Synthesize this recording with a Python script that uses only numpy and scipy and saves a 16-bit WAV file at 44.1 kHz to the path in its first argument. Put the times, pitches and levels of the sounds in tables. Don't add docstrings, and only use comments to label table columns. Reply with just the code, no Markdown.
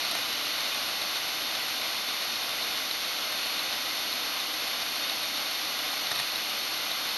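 import sys
import numpy as np
from scipy import signal
from scipy.fft import rfft, irfft
from scipy.io import wavfile
from scipy.ndimage import uniform_filter1d

SR = 44100
rng = np.random.default_rng(int(sys.argv[2]) if len(sys.argv) > 2 else 0)


def put_to_file(sound):
    columns = np.atleast_2d(sound).T
    safe = np.clip(columns, -1, 1)
    whole_steps = np.round(safe * 32767)
    wavfile.write(sys.argv[1], SR, whole_steps.astype(np.int16))


N = 316197
TIME = np.arange(N) / SR
FREQ = np.maximum(np.arange(N // 2 + 1) * SR / N, 1)

# (mid-move time [s], time to speed up [ms], click gain [dB], arm ring gain [dB])
SEEKS = [(0.051, 0.9, 10, 5), (0.1139, 2.3, 13, 6), (0.1526, 2.1, 13, 7), (1.018, 0.9, 8, 6.5),
         (1.29, 0.9, 9, 7), (2.913, 0.9, 6, 9.5), (3.594, 0.9, 6, 10), (4.129, 0.9, 7, 9),
         (4.402, 0.9, 7, 7.5), (4.959, 0.9, 7.5, 7.5), (5.098, 0.9, 7, 7.5), (6.071, 0.9, 7, 8.5),
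         (6.1173, 3.6, 13, 11), (6.153, 0.9, 8, 3), (6.1605, 1.5, 10, 4), (6.1913, 0.9, 10, 6),
         (6.2008, 3.5, 13, 7), (6.359, 0.9, 7, 8), (6.917, 0.9, 7, 6.5)]


def undb(db):
    return 10 ** (np.asarray(db) / 20)


def walk(rate_hz):
    hold = max(int(SR / rate_hz), 1)
    slow = uniform_filter1d(np.repeat(rng.standard_normal(N // hold + 2), hold), hold)[:N]
    return slow / slow.std()


def add(out, start_s, sound):
    i = max(int(start_s * SR), 0)
    out[i:i + len(sound)] += sound[:max(N - i, 0)]


def platter_air(flutter_db=0.32):
    # (frequency [Hz], level [dB])
    air_spectrum = [(20, -93), (50, -87), (130, -85.5), (220, -79), (420, -78), (600, -71.5), (1500, -69),
                    (3400, -71.5), (5700, -75.5), (7000, -83.0), (8600, -89), (11500, -83), (13200, -93),
                    (15500, -105.6)]
    # (centre [Hz], width [Hz], gain [dB])
    resonances = [(210, 9.3, 5), (248, 9.3, 7.5), (252, 8.9, -3.5), (276.7, 14, 8.5), (303.7, 11, 6.5),
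                  (930, 94, -3.5), (1760, 340, -4.5), (1957, 18, 6), (2130, 150, 3.5), (2150, 33, -2.5),
                  (2490, 63, 4.5), (2880, 25, 0), (2910, 160, 4.5), (3700, 620, 4), (4433, 220, 6.5),
                  (9180, 910, 5.5), (11350, 300, -7), (11600, 878, 6.5)]
    # (time [s], level [dB])
    rush_levels = [(0.0, 0.66), (1.8, -0.5)]
    hz, db = np.transpose(air_spectrum)
    colour_db = np.interp(np.log(FREQ), np.log(hz), db)
    colour_db += sum(gain / (1 + (2 * (FREQ - centre) / width) ** 2)
                     for centre, width, gain in resonances)
    rush = irfft(rfft(rng.standard_normal(N)) * undb(colour_db), N) * np.sqrt(SR / 2)
    ease_db = np.interp(TIME, *np.transpose(rush_levels))
    return rush * undb(ease_db - ease_db.mean() + flutter_db * walk(25))


def spindle(shaft_hz=120.025, bearing_a_hz=522.59, bearing_b_hz=504.55, waver=0.091, speed_jitter=6e-5):
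    # (multiple of the shaft rate, level [dB])
    motor_orders = [(33, -55), (36, -42.3), (38, -54.5), (43, -58)]
    # (multiple of its rolling rate, level [dB])
    bearing_a_orders = [(6, -52), (7, -49), (9, -58.5), (11, -56.5), (12, -53.5), (19, -63), (20, -63),
                        (22, -62)]
    bearing_b_orders = [(7, -54.5), (8, -55), (9, -56), (12, -56), (18, -65), (22, -63), (23, -52.5)]
    # (frequency [Hz], starting level [dB], drift [dB/s])
    ball_tones = [(3496.2, -50.5, 0), (3596.4, -51.3, 0), (3648.6, -49.4, 0), (4003, -44, -1.8),
                  (4055.2, -60, 1.3), (4107.3, -58, 1), (4908.8, -56.5, 0), (5264.4, -55.5, 0),
                  (5395.5, -53.5, 0), (6041.7, -55, 0), (11328.2, -52.6, 0), (11519.1, -57.6, 0),
                  (11658.5, -61, 1), (11705.8, -58.6, 0)]
    # (frequency [Hz], level [dB])
    hum_tones = [(120, -73), (320, -57.5), (400, -66), (480, -65), (520, -66), (600, -61), (640, -61),
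                 (680, -61), (760, -54.5), (1080, -61), (1160, -63), (1440, -63)]
    shaft_time = TIME + np.cumsum(speed_jitter * walk(12)) / SR

    def tone(hz):
        cycles = hz * shaft_time + rng.random()
        return np.sqrt(2) * np.sin(2 * np.pi * cycles) * (1 + waver * walk(11))

    def series(rate_hz, orders):
        return sum(tone(order * rate_hz) * undb(db) for order, db in orders)

    motor = series(shaft_hz, motor_orders)
    bearings = series(bearing_a_hz, bearing_a_orders) + series(bearing_b_hz, bearing_b_orders)
    balls = sum(tone(hz) * undb(db + drift * TIME) for hz, db, drift in ball_tones)
    hum = sum(tone(hz) * undb(db) for hz, db in hum_tones)
    return undb(0.54) * motor + undb(0.3) * bearings + undb(0.45) * balls + undb(-1.5) * hum


def bearing_shimmer(tones_per_cluster=30, scatter_db=6):
    # (centre [Hz], half-width [Hz], cluster level [dB])
    clusters = [(5510, 900, -48.5), (9870, 1100, -62), (11640, 480, -53.5), (12760, 530, -57)]
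    spectrum = np.zeros(len(FREQ), complex)
    for centre, half_width, db in clusters:
        place, strength, phase = rng.uniform(-1, 1, (tones_per_cluster, 3)).T
        bins = np.clip((centre + half_width * place) * N / SR, 1, len(FREQ) - 1).astype(int)
        sizes = undb(scatter_db * strength)
        spectrum[bins] += undb(db) * sizes / np.linalg.norm(sizes) * np.exp(1j * np.pi * phase)
    return irfft(spectrum, N) * N / np.sqrt(2)


def head_arm(click_db=-37.5, arm_db=-33, recoil_db=-42, clack_db=-36, edge_db=-2.5, settle_ms=3.8):
    # (frequency [Hz], t60 [ms], level [dB])
    casting_modes = [(120, 88, -12), (696, 74, -2.5), (1230, 32, 4), (1840, 50, 3), (2410, 28, -5)]
    # (frequency [Hz], t60 [ms], level [dB])
    coil_modes = [(8400, 4.1, -4), (9540, 3.64, 0), (13200, 3, -15), (14600, 3, -19)]
    out = np.zeros(N)
    for mid_s, push_ms, click_gain_db, ring_gain_db in SEEKS + track_steps():
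        move_ms = 2 * push_ms + settle_ms
        speed = np.sqrt(push_ms)
        bend = undb(arm_db + ring_gain_db) / speed * arm_flex(move_ms)
        add(out, mid_s - move_ms / 2 / 1000, bend)
        recoil = undb(recoil_db) * push_ms * metal_ring(casting_modes, rise_ms=0.69)
        add(out, mid_s - push_ms / 1000, recoil)
        for side, jerk in ((-1, undb(edge_db)), (0, -1.88), (0.93, undb(edge_db))):
            tick = undb(click_db + click_gain_db) * np.sqrt(speed) * metal_ring(coil_modes, rise_ms=0.28)
            clack = speed * undb(clack_db) * casting_clack()
            add(out, mid_s + (side * push_ms - 0.5) / 1000, jerk * (tick + clack))
    return out


def arm_flex(move_ms, detune=0.016):
    # (frequency [Hz], level [dB])
    arm_modes = [(3720, -8), (3950, 1), (5400, -11.5)]
    t = TIME[:int(move_ms * SR / 1000)]
    chances = rng.uniform(-0.89, 1, (len(arm_modes), 2))
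    swing = sum(undb(db) * np.sin(2 * np.pi * hz * (1 + detune * shift) * t + np.pi * phase)
                for (hz, db), (shift, phase) in zip(arm_modes, chances))
    return swing * np.hanning(len(t))


def metal_ring(modes, rise_ms, detune=0.016):
    t = TIME[:SR // 10]
    shifts = rng.standard_normal(len(modes))
    swing = sum(undb(db - 60 * t * 1000 / t60_ms) * np.cos(2 * np.pi * hz * (1 + detune * shift) * t)
                for (hz, t60_ms, db), shift in zip(modes, shifts))
    onset = 1 - np.exp(-(t * 1000 / rise_ms) ** 2)
    return swing * onset


def casting_clack(band_hz=(600, 5200), t60_ms=55):
    t = TIME[:SR // 10]
    burst = rng.standard_normal(len(t)) * undb(-60 * t * 1000 / t60_ms)
    return signal.sosfilt(signal.butter(3, band_hz, "band", fs=SR, output="sos"), burst)


def track_steps(push_ms=0.9, click_scatter_db=1, ring_scatter_db=2, busy_s=0.012):
    # (start [s], interval [ms], click gain [dB], arm ring gain [dB])
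    runs = [(0.188, 139.7, 9.5, -2), (1.158, 131.4, 7.5, 4.5), (2.088, 135, 6.5, 5.5),
            (2.775, 137.3, 5, 3.5), (3.46, 133.6, 6, 1), (4.402, 138.9, 6.5, 2), (6.22, 138.9, 6.5, 3)]
    ends = [run[0] for run in runs[1:]] + [N / SR]
    moves = []
    for (start, interval_ms, click_db, ring_db), end in zip(runs, ends):
        interval_s = interval_ms / 1000
        for mid_s in np.arange(start, end - interval_s / 2, interval_s):
            click_gain_db = rng.normal(click_db, click_scatter_db)
            ring_gain_db = rng.normal(ring_db, ring_scatter_db)
            if all(abs(mid_s - seek[0]) > busy_s for seek in SEEKS):
                moves.append((mid_s, push_ms, click_gain_db, ring_gain_db))
    return moves


def scene():
    return (platter_air() + spindle() + bearing_shimmer() + head_arm())[None]


def record(dry, notch_hz=7875, notch_width_hz=520, top_hz=15720):
    offset_hz = FREQ - notch_hz
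    notched = irfft(rfft(dry) * offset_hz / (offset_hz - 1j * notch_width_hz), N)
    high_cut = signal.ellip(10, 0.2, 80, top_hz, fs=SR, output="sos")
    return signal.sosfilt(high_cut, notched)


dry = scene()
out = record(dry)
put_to_file(out)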